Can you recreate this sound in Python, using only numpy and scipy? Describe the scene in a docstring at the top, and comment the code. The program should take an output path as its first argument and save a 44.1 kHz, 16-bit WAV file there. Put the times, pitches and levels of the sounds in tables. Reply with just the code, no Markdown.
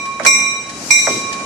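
"""Beside a railway track, a diesel freight locomotive rolls slowly closer, its bell struck every 0.64 s.
Trees and ground scatter the ring back with less Doppler lift, so the direct and scattered tones beat.
Underneath, the engine throbs, wagons rumble, wheels hiss and ballast crunches. Wheels knock on rail
joints, and dispersion in the steel draws each blow out into a falling chirp."""
import sys
import numpy as np
from scipy import signal
from scipy.fft import rfft, irfft
from scipy.io import wavfile
from scipy.ndimage import map_coordinates

SR = 44100
rng = np.random.default_rng(int(sys.argv[2]) if len(sys.argv) > 2 else 0)


def master_out(mix):
    """Clip the mix to full scale and print it as 16-bit PCM to the path in sys.argv[1]."""
    frames = np.transpose(np.atleast_2d(mix))
    ceiling = np.clip(frames, -1, 1)
    pcm = np.round(ceiling * 32767).astype(np.int16)
    wavfile.write(sys.argv[1], SR, pcm)


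N = 63945
IMPACT_RISE_S = 0.003087  # clapper contact and wheel blows


def undb(db):
    """Amplitude ratio of a level in decibels."""
    return 10 ** (np.asarray(db) / 20)

def times():
    """Sample times in seconds."""
    return np.arange(N) / SR

def envelope(points):
    """Amplitude envelope through (time_s, level_db) points."""
    return undb(np.interp(times(), *np.array(points).T))

def burst(age, rise_s, t60_s):
    """Damped transient: linear rise, then exponential decay."""
    return np.clip(age / rise_s, 0, 1) * np.exp(-np.log(1000) * np.maximum(age - rise_s, 0) / t60_s)

def pan(left_over_right_db):
    """Interaural level difference at constant power."""
    gains = undb(np.array([[left_over_right_db], [-left_over_right_db]]) / 2)
    return gains / np.sqrt(np.mean(gains ** 2))

def colour(x, spectrum, skirt_db_per_octave=15):
    """Spectral shaping by (frequency_hz, level_db) points; white noise keeps its power."""
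    hz, db = np.array(spectrum).T
    octave, knots = np.log2(np.maximum(np.fft.rfftfreq(N, 1 / SR), 1)), np.log2(hz)
    octaves_outside = np.abs(octave - np.clip(octave, knots[0], knots[-1]))
    gain = undb(np.interp(octave, knots, db) - skirt_db_per_octave * octaves_outside)
    return irfft(rfft(x) * gain / np.sqrt(np.mean(gain ** 2)), N)

# Likeness of the two ears' signals: frequency_hz, correlation
EAR_COHERENCE = [(60, 0.66), (130, 0.95), (300, 0.91), (630, 0.69), (1400, 0), (3000, 0)]
def diffuse_noise():
    """Interaural coherence: white noise alike at both ears in the bass, independent in the treble."""
    coherence = np.interp(np.fft.rfftfreq(N, 1 / SR), *np.array(EAR_COHERENCE).T)
    mid, side = rfft(rng.standard_normal((2, N)))
    ears = mid * np.sqrt(1 + coherence) + side * np.sqrt(1 - coherence) * np.array([[1], [-1]])
    return irfft(ears, N) / np.sqrt(2)

def noise(spectrum):
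    """Diffuse noise filtered to a spectrum."""
    return colour(diffuse_noise(), spectrum)

def trackside_echoes(source, lead_s, count=14, speed_m_s=3.9, first_s=0.012, spread_s=0.24):
    """Doppler scattering: the further off the train's heading an echo arises, the lower its pitch."""
    t, ears = times(), np.zeros((2, N))
    for ear in ears:
        delays = first_s + spread_s * (np.arange(count) + rng.random(count)) / count
        # The exponent bunches the echoes near the heading.
        off_heading = ((rng.permutation(count) + rng.random(count)) / count) ** 1.15
        pitch_drops = speed_m_s / 343 * off_heading
        gains = burst(delays, first_s, t60_s=0.72)
        for delay, drop, gain in zip(delays, pitch_drops, gains / np.linalg.norm(gains)):
            emitted_s = lead_s + t * (1 - drop) - delay
            ear += gain * map_coordinates(source, [emitted_s * SR], order=3, prefilter=False)
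    return ears

# Clapper blows: start_s, level_db, tilt_db_per_octave, lowest_two_modes_db, contact_db
BELL_STRIKES = [(-0.38, -1.5, 1, 0, -20), (0.261, -2, 1, 0, -12.5), (0.904, -0.5, 0, -3, -15.5)]
# Bell modes: pitch_hz, direct_left_db, direct_right_db, scattered_db, t60_s
BELL_MODES = np.transpose([ [2125, 2136, 2371, 2372, 3664, 3898, 5235, 5754, 5849, 6005, 6167, 7583, 7811, 10009, 10191, 10770, 12300],
              [-27, -19, -48, -44, -52, -26.5, -22, -11, -32.5, -24, -19.5, -17.5, -14, -24, -32, -43, -40],
              [-30, -15.5, -22.5, -4, -32, -26.5, -23.5, -23.5, -31, -35, -46, -26, -52, -42, -34, -46, -40],
              [-19, -25, -31.5, -17, -40.5, -23.5, -28, -19, -41, -37, -20, -32, -21.5, -31.5, -32, -51, -44],
              [0.65, 0.51, 3.0, 0.94, 1.07, 1.34, 0.29, 0.86, 1.2, 0.8, 0.57, 0.6152, 0.7549, 0.62, 0.1, 0.6, 0.5]])
# Clapper contact noise: frequency_hz, level_db
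CLAPPER_SPECTRUM = [(300, -56), (1000, 6.5), (1500, -11), (2300, 1.5), (3000, -24), (4200, 6), (6500, -18),
                    (9000, -5.5), (14000, -21.5)]
def bell(reference_hz=2371, attack_s=0.0049):
    """Modal vibration: each blow excites damped modes, heard directly and by way of the trackside."""
    t = np.arange(-SR, N) / SR  # begins 1 s early: the bell is already ringing
    direct, radiated, contact = np.zeros((2, N)), np.zeros(len(t)), np.zeros(N)
    for start_s, level_db, tilt_db, lowest_two_db, contact_db in BELL_STRIKES:
        age = t - start_s
        clang = 1 + undb(-2.5) * burst(age, attack_s, t60_s=0.05)  # brief extra ring
        for hz, left_db, right_db, scattered_db, t60_s in BELL_MODES:
            tone = np.sqrt(2) * np.sin(2 * np.pi * (hz * t + rng.random()))
            rise_s = attack_s * (hz / reference_hz) ** 0.59  # high modes build up later
            mode_db = level_db + lowest_two_db * (hz < 2250) + tilt_db * np.log2(hz / reference_hz)
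            ring = undb(mode_db) * tone * clang * burst(age, rise_s, t60_s)
            direct += undb([[left_db], [right_db]]) * ring[SR:]
            radiated += undb(scattered_db) * ring
        contact += undb(contact_db) * burst(age[SR:], IMPACT_RISE_S, t60_s=0.1)
    return direct + trackside_echoes(radiated, lead_s=1) + contact * noise(CLAPPER_SPECTRUM)

# Swell and fade of the bell's lowest partial: time_s, level_db
HUM_ENVELOPE = [(0.0, -30.5), (0.096, -25), (0.238, -33), (0.27, -17.5), (0.31, -25), (0.588, -29.5),
                (0.638, -44.5), (0.674, -32.5), (0.86, -50.5), (0.908, -36.5), (0.96, -45.5), (1.09, -29.5),
                (1.432, -27), (1.45, -33)]
def bell_hum(pitch_hz=1098.4):
    """Interference: the lowest partial rings on from blow to blow, beating with its echoes."""
    tone = np.sqrt(2) * np.sin(2 * np.pi * pitch_hz * np.arange(-SR, N) / SR)
    echoes = undb(-7) * trackside_echoes(tone, lead_s=0.97)
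    return envelope(HUM_ENVELOPE) * (pan(-6) * tone[SR:] + echoes)

# Diesel firing pulses: frequency_hz, level_db
ENGINE_SPECTRUM = [(30, -36), (70, -8), (140, -11), (230, 7.5), (400, -4.5), (700, -19), (1500, -46)]
def diesel_engine(firing_hz=39.83, jitter_periods=0.015, unevenness_db=0.5):
    """Quasi-periodic excitation: slightly uneven firings make a throbbing harmonic series."""
    count = int(N / SR * firing_hz)
    lateness, strength = rng.standard_normal((count, 2)).T
    firing_s = (np.arange(count) + 0.5 + jitter_periods * lateness) / firing_hz
    pulses = np.zeros(N)
    pulses[np.clip(firing_s * SR, 0, N - 1).astype(int)] = undb(unevenness_db * strength)
    return colour(pulses / pulses.std(), ENGINE_SPECTRUM)

# Rolling wagons: frequency_hz, level_db
RUMBLE_SPECTRUM = [(25, -24), (60, -9), (110, -4), (200, 1.5), (350, -2), (650, -3.5), (1000, -9),
                   (2000, -9.5), (3000, -12), (6000, -57)]
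# Engine and wagons together: time_s, level_db
TRAIN_ENVELOPE = [(0, -37), (.3, -38.5), (.39, -31.5), (.5, -36.5), (.7, -35), (.85, -32.5), (.97, -36),
                  (1.2, -34), (1.45, -31)]
def train_rumble():
    """Amplitude modulation: engine throb and low rolling noise swell and fade together."""
    return envelope(TRAIN_ENVELOPE) * (undb(-9.5) * diesel_engine() + noise(RUMBLE_SPECTRUM))

# Wheel hiss and its highest band: frequency_hz, level_db
HISS_SPECTRUM = [(900, -2), (1800, -11.5), (3100, -13.5), (4400, -0.5), (5400, 3), (6800, 3), (8500, -4),
                 (10000, -8), (11500, -30), (14500, -40)]
SIZZLE_SPECTRUM = [(12000, 1), (14500, -8)]
# Swell of each band: time_s, level_db
HISS_ENVELOPE = [(0, -40), (.18, -41.5), (.35, -34), (.58, -41.5), (.72, -36.5), (.89, -27.5), (1.0, -27.5),
                 (1.15, -27.5), (1.3, -34.5), (1.45, -35)]
SIZZLE_ENVELOPE = [(.65, -72), (.87, -44.5), (1.15, -45.5), (1.35, -75)]
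def wheel_hiss():
    """Rolling contact: wheels on steel radiate broadband treble noise, louder on the left."""
    hiss = envelope(HISS_ENVELOPE) * noise(HISS_SPECTRUM)
    sizzle = envelope(SIZZLE_ENVELOPE) * noise(SIZZLE_SPECTRUM)
    return pan(7) * (hiss + sizzle)

# Ballast crunches: start_s, level_db
BALLAST_CRUNCHES = [(0.051, -32.5), (0.11, -44), (0.231, -26), (0.691, -30), (1.324, -24)]
# Grinding stones: frequency_hz, level_db
BALLAST_SPECTRUM = [(800, -39), (1600, 5.5), (2800, -1), (5200, 3), (8000, -4), (11000, -12.5),
                    (15000, -51)]
def ballast():
    """Granular friction: stones grind briefly as the load comes on."""
    grinding = sum(undb(level_db) * burst(times() - start_s, rise_s=0.0054, t60_s=0.12)
                   for start_s, level_db in BALLAST_CRUNCHES)
    return grinding * noise(BALLAST_SPECTRUM)

def rail_dispersion(x, travel_ms_at_1khz=11):
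    """Bending-wave dispersion: travel time goes as one over the root of frequency, so highs lead."""
    khz = np.fft.rfftfreq(2 * N, 1 / SR) / 1000
    phase_turns = travel_ms_at_1khz * (2 * np.sqrt(khz) - khz / np.sqrt(2.5))  # no delay at 2.5 kHz
    return irfft(rfft(x, 2 * N) * np.exp(-2j * np.pi * phase_turns))[:, :N]

# Wheel blows on rail joints: start_s, body_db, ring_db, crack_db, thud_db
JOINT_BLOWS = [(0.194, -19, -20, -32.5, -29.5), (0.248, -17, -21, -10.5, -72),
               (1.066, -12.5, -15, -55, -23)]
# Steel-borne body and ring, airborne crack and thud: frequency_hz, level_db
BODY_SPECTRUM = [(150, -26), (380, -15.5), (600, 0.5), (800, -14.5), (1200, -20), (2200, -46)]
RING_SPECTRUM = [(500, -11), (900, -5.5), (1300, 3.5), (1900, 1), (2300, 1), (2800, -20)]
CRACK_SPECTRUM = [(1500, 7), (3000, -6), (4200, -10), (6700, 0.5), (9000, -9), (14000, -31)]
THUD_SPECTRUM = [(50, -30), (130, -5.5), (220, -1.5), (450, -1), (700, -12.5), (1200, -29), (3000, -18)]
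def joint_knocks():
    """Impact excitation: a crack, a rattling chirp along the rail, then a thud of truck and sleepers."""
    rattle, crack, thud = diffuse_noise(), noise(CRACK_SPECTRUM), noise(THUD_SPECTRUM)
    steel, air = np.zeros((2, 2, N))
    for start_s, body_db, ring_db, crack_db, thud_db in JOINT_BLOWS:
        age = times() - start_s
        impulse = 10.1 * np.sinc((age - IMPACT_RISE_S) * SR)
        blow = impulse + undb(-4) * burst(age, IMPACT_RISE_S, t60_s=0.14) * rattle
        steel += undb(body_db) * colour(blow, BODY_SPECTRUM)
        steel += undb(ring_db) * pan(-12.5) * colour(blow, RING_SPECTRUM)
        air += undb(crack_db) * burst(age, IMPACT_RISE_S, t60_s=0.086) * crack
        air += undb(thud_db) * burst(age, rise_s=0.046, t60_s=0.64) * thud
    return rail_dispersion(steel) + air

def scene():
    """Superposition: the pressures from bell, track and train add at each ear."""
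    return bell() + bell_hum() + joint_knocks() + ballast() + train_rumble() + wheel_hiss()

def record(dry, cutoff_hz=14800):
    """Soft saturation rounds the loudest peaks; a steep low-pass filter cuts the top."""
    rounded = dry / (1 + dry ** 6) ** (1 / 6)
    return signal.sosfilt(signal.ellip(8, 0.2, 70, cutoff_hz, fs=SR, output="sos"), rounded)


dry = scene()
out = record(dry)
master_out(out)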